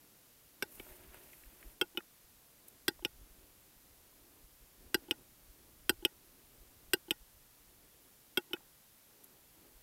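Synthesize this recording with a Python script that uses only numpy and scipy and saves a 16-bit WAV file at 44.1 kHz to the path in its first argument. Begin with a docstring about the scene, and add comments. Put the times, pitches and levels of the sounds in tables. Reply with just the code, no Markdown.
"""One microphone hears a large grouse on a pine branch, over a steady hiss and a soft moan of wind near 300 Hz.
From the first pair of clicks its airy wheeze, filtered noise, lasts until just before the second pair.
Each snap in the throat rings the windpipe as decaying sines, with a bright crack of noise.
Faint ticks, short noise bursts, fall between and after the pairs; wind rumbles and thuds on the capsule.
The last pair is softer than the one before; then close ticks and a last thud remain."""
import sys
import numpy as np
from scipy import signal
from scipy.fft import rfft, irfft
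from scipy.io import wavfile

SR = 44100
rng = np.random.default_rng(int(sys.argv[2]) if len(sys.argv) > 2 else 0)


def unload_wav(signal):
    """Save mono or channel-first audio to the path in sys.argv[1] as 16-bit WAV at rate SR, clipped to [-1, 1]."""
    wavfile.write(
        sys.argv[1],
        SR,
        np.round(np.clip(np.atleast_2d(signal).T, -1, 1) * 32767).astype(np.int16),
    )


N = 433062

# steady hiss, spectrum before scaling to HISS_DB: pitch_hz, level_db (amplitude)
HISS_SPECTRUM = [(71, -12), (120, -0.5), (201, -4), (343, -9.5), (477, -7), (815, -9.5), (904, -9.5),
                 (1180, -10.5), (2150, -11.5), (8360, -12), (12600, -7), (15500, -10), (16500, -19.5)]
HISS_DB = -64   # rms
TOP_CUT_HZ = 16800

# low wind rumble at the capsule, rms: time_s, level_db
WIND_RUMBLE = [(0.0, -80), (0.49, -76), (0.79, -64), (1.56, -70.5), (2.0, -80), (2.62, -77), (3.09, -65),
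               (3.36, -68), (3.69, -72), (4.62, -69), (5.74, -70), (5.91, -59), (6.12, -76), (6.7, -69),
               (7.16, -70), (7.36, -69.5), (7.93, -76), (9.16, -80), (9.49, -73), (9.82, -72)]
# soft moan of wind near 300 Hz, rms: time_s, level_db
WIND_MOAN = [(0.0, -73.5), (0.45, -79), (0.7, -68), (1.25, -67.5), (1.42, -76), (1.7, -69.5), (2.2, -83.5),
             (2.76, -71.5), (3.11, -77), (3.4, -69), (3.65, -77.5), (4.38, -69.5), (4.52, -85), (4.9, -66),
             (5.1, -63), (5.38, -78.5), (5.62, -69), (5.87, -75.5), (6.45, -69.5), (6.73, -70),
             (7.3, -85.5), (7.85, -71.5), (8.21, -80), (8.56, -71.5), (8.8, -85), (9.24, -69.5),
             (9.46, -78), (9.66, -67), (9.82, -80)]
# strongest thuds of wind on the microphone: centre_s, level_db
WIND_THUDS = [(1.102, -54), (1.474, -48.5), (1.672, -45), (3.013, -52), (3.194, -54), (3.239, -54),
              (3.316, -55), (4.45, -56), (4.625, -53.5), (5.506, -51.5), (5.856, -57), (6.0, -51),
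              (6.615, -53), (7.22, -53), (9.765, -56)]
THUD_HZ, THUD_CYCLES = 39, 0.56   # pitch; half-width of its bell envelope, in cycles

# air in the windpipe, rms: time_s, hollow_db, rustle_db, sibilance_db
WHEEZE_LEVELS = [(0.68, -85, -76, -65), (0.75, -71, -71.5, -56.5), (0.83, -71, -69, -61),
                 (0.91, -62, -66, -61.5), (1.1, -74, -71, -68), (1.15, -63, -65.5, -65),
                 (1.33, -73.5, -71.5, -62.5), (1.55, -80, -75, -68), (1.71, -67, -69, -64),
                 (1.76, -91, -90, -78)]
# resonances that make the wheeze hollow: pitch_hz, width_hz, level_db
WINDPIPE_RESONANCES = [(366, 16, 4), (612, 84, -4.5), (928, 47, -7)]

# faint ticks, peak level: start_s, level_db, pitch_hz, width_hz
FAINT_TICKS = [(.866, -52, 600, 900), (1.144, -45.5, 1190, 1490), (1.1433, -46, 12500, 6000),
               (1.332, -49.5, 1940, 900), (1.436, -53, 1900, 1500), (1.628, -44.5, 1820, 1600),
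               (2.005, -44, 1280, 900), (2.6784, -53, 12500, 6000), (2.683, -41, 12300, 6040),
               (2.993, -49, 500, 800), (4.128, -59, 500, 900), (8.565, -47, 1330, 910),
               (8.606, -56, 810, 910), (9.2384, -49, 12500, 6000), (9.2426, -43, 12500, 6000)]
TICK_T60_S = 0.019   # of the noise that feeds the resonators

# throat snaps, in pairs: start_s, throat_shape, extra_crack_db, strength_db, lowest_tone_hz,
# upper_stretch (ratio), damping_share (ratio), extra_db of the fourth and fifth upper tones
# (near 2.8 and 3.1 kHz), of the fixed group led by 3.5 kHz, and of the three fixed groups above it
THROAT_SNAPS = [(0.624, "tight open", 0, -20.5, 400, 1.001, 0.95, -1, 2, 2.5, -0.8),
                (0.7982, "firm shut", -13, -28.5, 390, 0.9, 0.8, -6, -19, -9, -13),
                (1.8127, "loose open", -1, -17.5, 364, 1.001, 0.99, 2, 1.3, -7, 0.5),
                (1.9733, "loose shut", 0, -25, 348, 0.97, 0.91, 8, -0.5, 0.1, -1),
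                (2.881, "firm open", -3, -12.5, 346, 1.03, 0.83, -12, 1.5, 16, 1.5),
                (3.0493, "firm shut", -3.5, -16.5, 338, 0.99, 0.9, 1.5, -5, -2, 2),
                (4.9442, "firm open", 0.1, -12, 351, 1.03, 0.91, 1.5, -4, 3, 0.8),
                (5.11, "firm shut", -2, -15.5, 320, 1.003, 0.94, 2.5, -0.6, -3, 0.5),
                (5.894, "firm open", 0, -11, 352, 0.995, 0.87, 2.3, 3.5, -5, -0.9),
                (6.0502, "firm shut", 3, -14.5, 350, 1.007, 1.12, 1.5, 3.5, -1, 1),
                (6.934, "firm open", 2, -12.5, 356, 1.02, 0.99, 6.5, -1.5, 6, 0.1),
                (7.1081, "firm shut", 2, -15.5, 317, 1.006, 1.01, 0, 0, 1, -0.5),
                (8.373, "loose open", 0.3, -17, 367, 1.014, 0.99, 1, 0.2, 10, -0.5),
                (8.5328, "loose shut", -1, -24, 350, 0.98, 0.86, -1, -2, 0.1, -1)]
# throat shapes, levels below the strength of the snap: five upper tones (pitch_hz, level_db); damping_s;
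# level_db of the six fixed groups; level_db of the crack's lower and upper group; a faint ring beside it
# (offset_s, level_db), earlier if the offset is negative
THROAT_SHAPES = { "tight open": ([(1550, -7), (2270, -9.5), (2650, -20), (2770, -13.5), (3050, -27)],
                 0.024, [-12.5, -13.5, -20, -19, -12, -9.5], [-12.5, -12], (0.03, -29)),
                 "loose open": ([(1445, -11.5), (2175, -15), (2630, -79), (2685, -12.5), (3196, -4)],
                 0.032, [-12.5, -11.5, -28, -58, -13.5, -16], [-16, -11.5], (0.019, -22)),
                 "loose shut": ([(1443, -13.5), (2300, -21.5), (2620, -12.5), (3000, -27), (3060, -4)],
                 0.039, [-11.5, -11, -13.5, -44, -32.5, -16], [-22.5, -11.5], (-0.026, -15)),
                 "firm open": ([(1518, -11.5), (1860, -13.5), (2650, -22), (2770, -16.5), (3180, -12)],
                 0.027, [-13.5, -17.5, -34, -15.5, -8, -15], [-11.5, -9.5], (0.024, -28.5)),
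                 "firm shut": ([(1460, -28.5), (2095, -21.5), (2560, -14), (2865, -11.5), (3095, -6.5)],
                 0.021, [-14.5, -18, -19, -36, -20, -16.5], [-18.5, -13.5], (-0.027, -21))}
# each tone's share of the damping time, lowest to top: share (ratio)
TONE_DAMPING_SHARES = [1.063, 1.3, 0.91, 1.4, 1.28, 0.85]
# six groups of windpipe tones that stay in place: pitch_hz, level_db, t60_s
FIXED_TONE_GROUPS = [
    [(221, 6, 0.022), (122, -0.5, 0.023)],
    [(846, -5.5, 0.051), (1134, -7, 0.019), (1446, -11.5, 0.066), (477.5, 3, 0.028)],
    [(3550, -1, 0.033), (2550, -24, 0.05), (1890, -22, 0.11)],
    [(4110, -4.5, 0.033), (3700, -14, 0.021)],
    [(4826, -8, 0.034)],
    [(5384, -5, 0.018), (5440, -11, 0.034), (5780, -13, 0.026)],
]
# resonances that colour the crack, a lower and an upper group: pitch_hz, width_hz, level_db
CRACK_RESONANCES = [
    [(7900, 440, -6), (9040, 360, -9), (9600, 370, -13.5), (9720, 960, -16.5)],
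    [(10300, 100, -3), (11640, 560, -3.5), (12500, 350, -16), (12100, 520, 4), (13080, 170, 8),
     (13950, 390, 1.5), (14900, 500, -12), (14640, 190, -1)],
]
# decay of the crack's noise, shorter when the throat shuts: throat end, t60_s
CRACK_DECAYS = {"open": 0.029, "shut": 0.023}
# tones of the faint ring beside each snap: pitch_hz, level_db, t60_s
FAINT_RING_TONES = [(344, -1.5, 0.044), (840, -11.5, 0.037), (1480, -17, 0.024), (3000, -1, 0.01),
                    (3350, -7, 0.009)]
LOW_RISE_S, BODY_RISE_S, SNAP_RISE_S = 0.0038, 0.0037, 0.00012   # the low tones swell slowly
FRONT_HZ, FRONT_DB, FRONT_T60_S = 2970, 4, 0.0086   # blunt front; level above the third upper tone
POCKET_HZ, POCKET_WIDTH_HZ = 4390, 330   # a side pocket of the throat swallows this band


def amp(db):
    """Decibels to gain."""
    return 10 ** (np.asarray(db) / 20)


def unit(x):
    """Scale to rms 1."""
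    return x / np.sqrt(np.mean(x ** 2) + 1e-20)


def curves(rows):
    """Level columns as sample-rate curves, -150 dB outside the table."""
    s, *columns = np.transpose(rows)
    time_s = np.arange(N) / SR
    return [np.interp(time_s, s, column, left=-150, right=-150) for column in columns]


def band(x, low_hz, high_hz):
    """Band-pass."""
    return signal.sosfilt(signal.butter(2, [low_hz, high_hz], "band", fs=SR, output="sos"), x)


def resonances(x, table):
    """Parallel two-pole resonators of alternating sign; a wider one rings shorter."""
    out = 0
    for k, (hz, width_hz, db) in enumerate(table):
        radius = np.exp(-np.pi * width_hz / SR)
        numerator = [(1 - radius ** 2) / 2, 0, (radius ** 2 - 1) / 2]
        denominator = [1, -2 * radius * np.cos(2 * np.pi * hz / SR), radius ** 2]
        out = out + (-1) ** k * amp(db) * signal.lfilter(numerator, denominator, x)
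    return out


def flutter(rate_hz, depth_db):
    """Random gain from noise low-passed at the rate, with an rms depth in dB."""
    slow = signal.sosfilt(signal.butter(2, rate_hz, fs=SR, output="sos"), rng.standard_normal(N))
    return amp(depth_db * unit(slow))


def add(out, s, sound):
    """Mix a short sound in at a time."""
    i = round(s * SR)
    out[i:i + len(sound)] += sound[:N - i]


def hiss():
    """Steady noise of forest air and preamplifier, shaped in frequency."""
    hz = np.maximum(np.arange(N // 2 + 1) * SR / N, 20)
    points_hz, points_db = np.transpose(HISS_SPECTRUM)
    shape = amp(np.interp(np.log(hz), np.log(points_hz), points_db))
    spectrum = rfft(rng.standard_normal(N)) * shape
    return amp(HISS_DB) * unit(irfft(spectrum, N))


def wind_thuds():
    """Single bumps of wind on the capsule, each a push and its rebound."""
    out = np.zeros(N)
    t = np.arange(SR // 10) / SR - .05   # zero at the centre of the thud
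    cycles = THUD_HZ * t
    thud = -np.sin(2 * np.pi * cycles) * np.exp(-(cycles / THUD_CYCLES) ** 2)
    for s, db in WIND_THUDS:
        add(out, s + t[0], amp(db) * thud)
    return out


def wind():
    """Lumpy low noise on the capsule with single thuds, and resonant noise as a soft moan above them."""
    (rumble_db,), (moan_db,) = curves(WIND_RUMBLE), curves(WIND_MOAN)
    air = rng.standard_normal((2, N))
    rumble = unit(band(air[0], 17, 74) * flutter(20, 3.8))
    moan = unit(resonances(air[1], [(299, 138, 0)]) * flutter(10.6, 2.0))
    return amp(rumble_db) * rumble + amp(moan_db) * moan + wind_thuds()


def wheeze():
    """Turbulent air: hollow in the windpipe resonances, rustling in the middle, hissing at the beak."""
    hollow_db, rustle_db, sibilance_db = curves(WHEEZE_LEVELS)
    air = rng.standard_normal((3, N))
    hollow = unit(resonances(air[0], WINDPIPE_RESONANCES))
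    rustle = unit(band(air[1], 1060, 3060) * flutter(34, 2.1))
    beak_air = resonances(air[2], [(9100, 7000, -1.5), (13800, 2700, 5.0)])
    sibilance = unit(beak_air * flutter(32, 1.5))
    return amp(hollow_db) * hollow + amp(rustle_db) * rustle + amp(sibilance_db) * sibilance


def ticks():
    """Tiny decaying noise bursts, resonated round a centre pitch."""
    out, t = np.zeros(N), np.arange(SR // 25) / SR
    for s, db, hz, width_hz in FAINT_TICKS:
        burst = rng.standard_normal(len(t)) * amp(-60 * t / TICK_T60_S)
        for _ in range(2):   # twice, for steep edges
            burst = resonances(burst, [(hz, width_hz, 0)])
        add(out, s, amp(db) * burst / abs(burst).max())
    return out


def tone(t, hz, db, t60, rise):
    """A ring that swells while the snap feeds it, then dies ever faster as the throat closes."""
    rates_hz = rng.uniform(40, 160, (3, 1))
    phases = rng.uniform(0, 2 * np.pi, (3, 1))
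    # soft walls make the tail waver in level and phase, fully from 10 ms on
    waver_depth = .035 * hz ** .25 * np.minimum(t / .01, 1)
    waver = waver_depth * np.sin(2 * np.pi * rates_hz * t + phases).sum(axis=0)
    swell = (1 - np.exp(-t / rise)) ** 2
    envelope = amp(db - 60 * (t / t60) ** 1.278) * swell
    # negative: it starts as a suction
    return -envelope * (1 + waver) * np.sin(2 * np.pi * hz * t + waver)


def windpipe_ring(t, shape, low_hz, stretch, damping, top_db, side_db, bright_db):
    """Windpipe tones set ringing by one snap: moving tones, fixed groups and a blunt front, less one band."""
    upper, t60, groups_db, _, _ = THROAT_SHAPES[shape]
    tones = [(low_hz, 0)] + [(stretch * hz, db) for hz, db in upper]
    extras_db = [0] * 4 + top_db
    rises = [LOW_RISE_S] + 5 * [SNAP_RISE_S]
    ring = np.zeros(len(t))
    for (hz, db), extra_db, rise, share in zip(tones, extras_db, rises, TONE_DAMPING_SHARES):
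        ring += tone(t, hz, db + extra_db, share * damping * t60, rise)

    group_extras_db = [0, 0, side_db] + 3 * [bright_db]
    group_rises = 2 * [BODY_RISE_S] + 4 * [SNAP_RISE_S]
    for group, group_db, extra_db, rise in zip(FIXED_TONE_GROUPS, groups_db, group_extras_db, group_rises):
        for hz, db, decay in group:
            ring += tone(t, hz, db + group_db + extra_db, decay, rise)

    third_upper_db = upper[2][1]
    ring += tone(t, FRONT_HZ, third_upper_db + FRONT_DB, FRONT_T60_S, SNAP_RISE_S)
    pocket = signal.iirnotch(POCKET_HZ, POCKET_HZ / POCKET_WIDTH_HZ, fs=SR)
    return signal.lfilter(*pocket, ring)


def bright_crack(t, shape, extra_db):
    """A decaying noise burst coloured by two groups of high resonances."""
    throat_end = shape.split()[-1]
    burst = rng.standard_normal(len(t)) * amp(-60 * t / CRACK_DECAYS[throat_end])
    out = np.zeros(len(t))
    for db, group in zip(THROAT_SHAPES[shape][3], CRACK_RESONANCES):
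        crack = resonances(burst, group)
        out += amp(db + extra_db) * crack / abs(crack).max()
    return out


def snaps():
    """Each snap rings the windpipe tones of its throat shape, cracks, and has a faint ring beside it."""
    out, t = np.zeros(N), np.arange(SR // 10) / SR
    for s, shape, extra_crack_db, db, low_hz, stretch, damping, *top_db, side_db, bright_db in THROAT_SNAPS:
        ring = windpipe_ring(t, shape, low_hz, stretch, damping, top_db, side_db, bright_db)
        crack = bright_crack(t, shape, extra_crack_db)
        add(out, s, amp(db) * (ring + crack))
        faint_s, faint_db = THROAT_SHAPES[shape][4]
        faint_ring = sum(tone(t, hz, db + faint_db + tone_db, decay, LOW_RISE_S)
                        for hz, tone_db, decay in FAINT_RING_TONES)
        add(out, s + faint_s, faint_ring)
    return out


def scene():
    """Everything reaches one microphone, the same on both channels."""
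    mono = hiss() + wind() + wheeze() + ticks() + snaps()
    return np.tile(mono, (2, 1))


def record(dry):
    """The top is cut steeply, at least 70 dB down from TOP_CUT_HZ upward."""
    return signal.sosfilt(signal.cheby2(14, 70, TOP_CUT_HZ, fs=SR, output="sos"), dry)


dry = scene()
out = record(dry)
unload_wav(out)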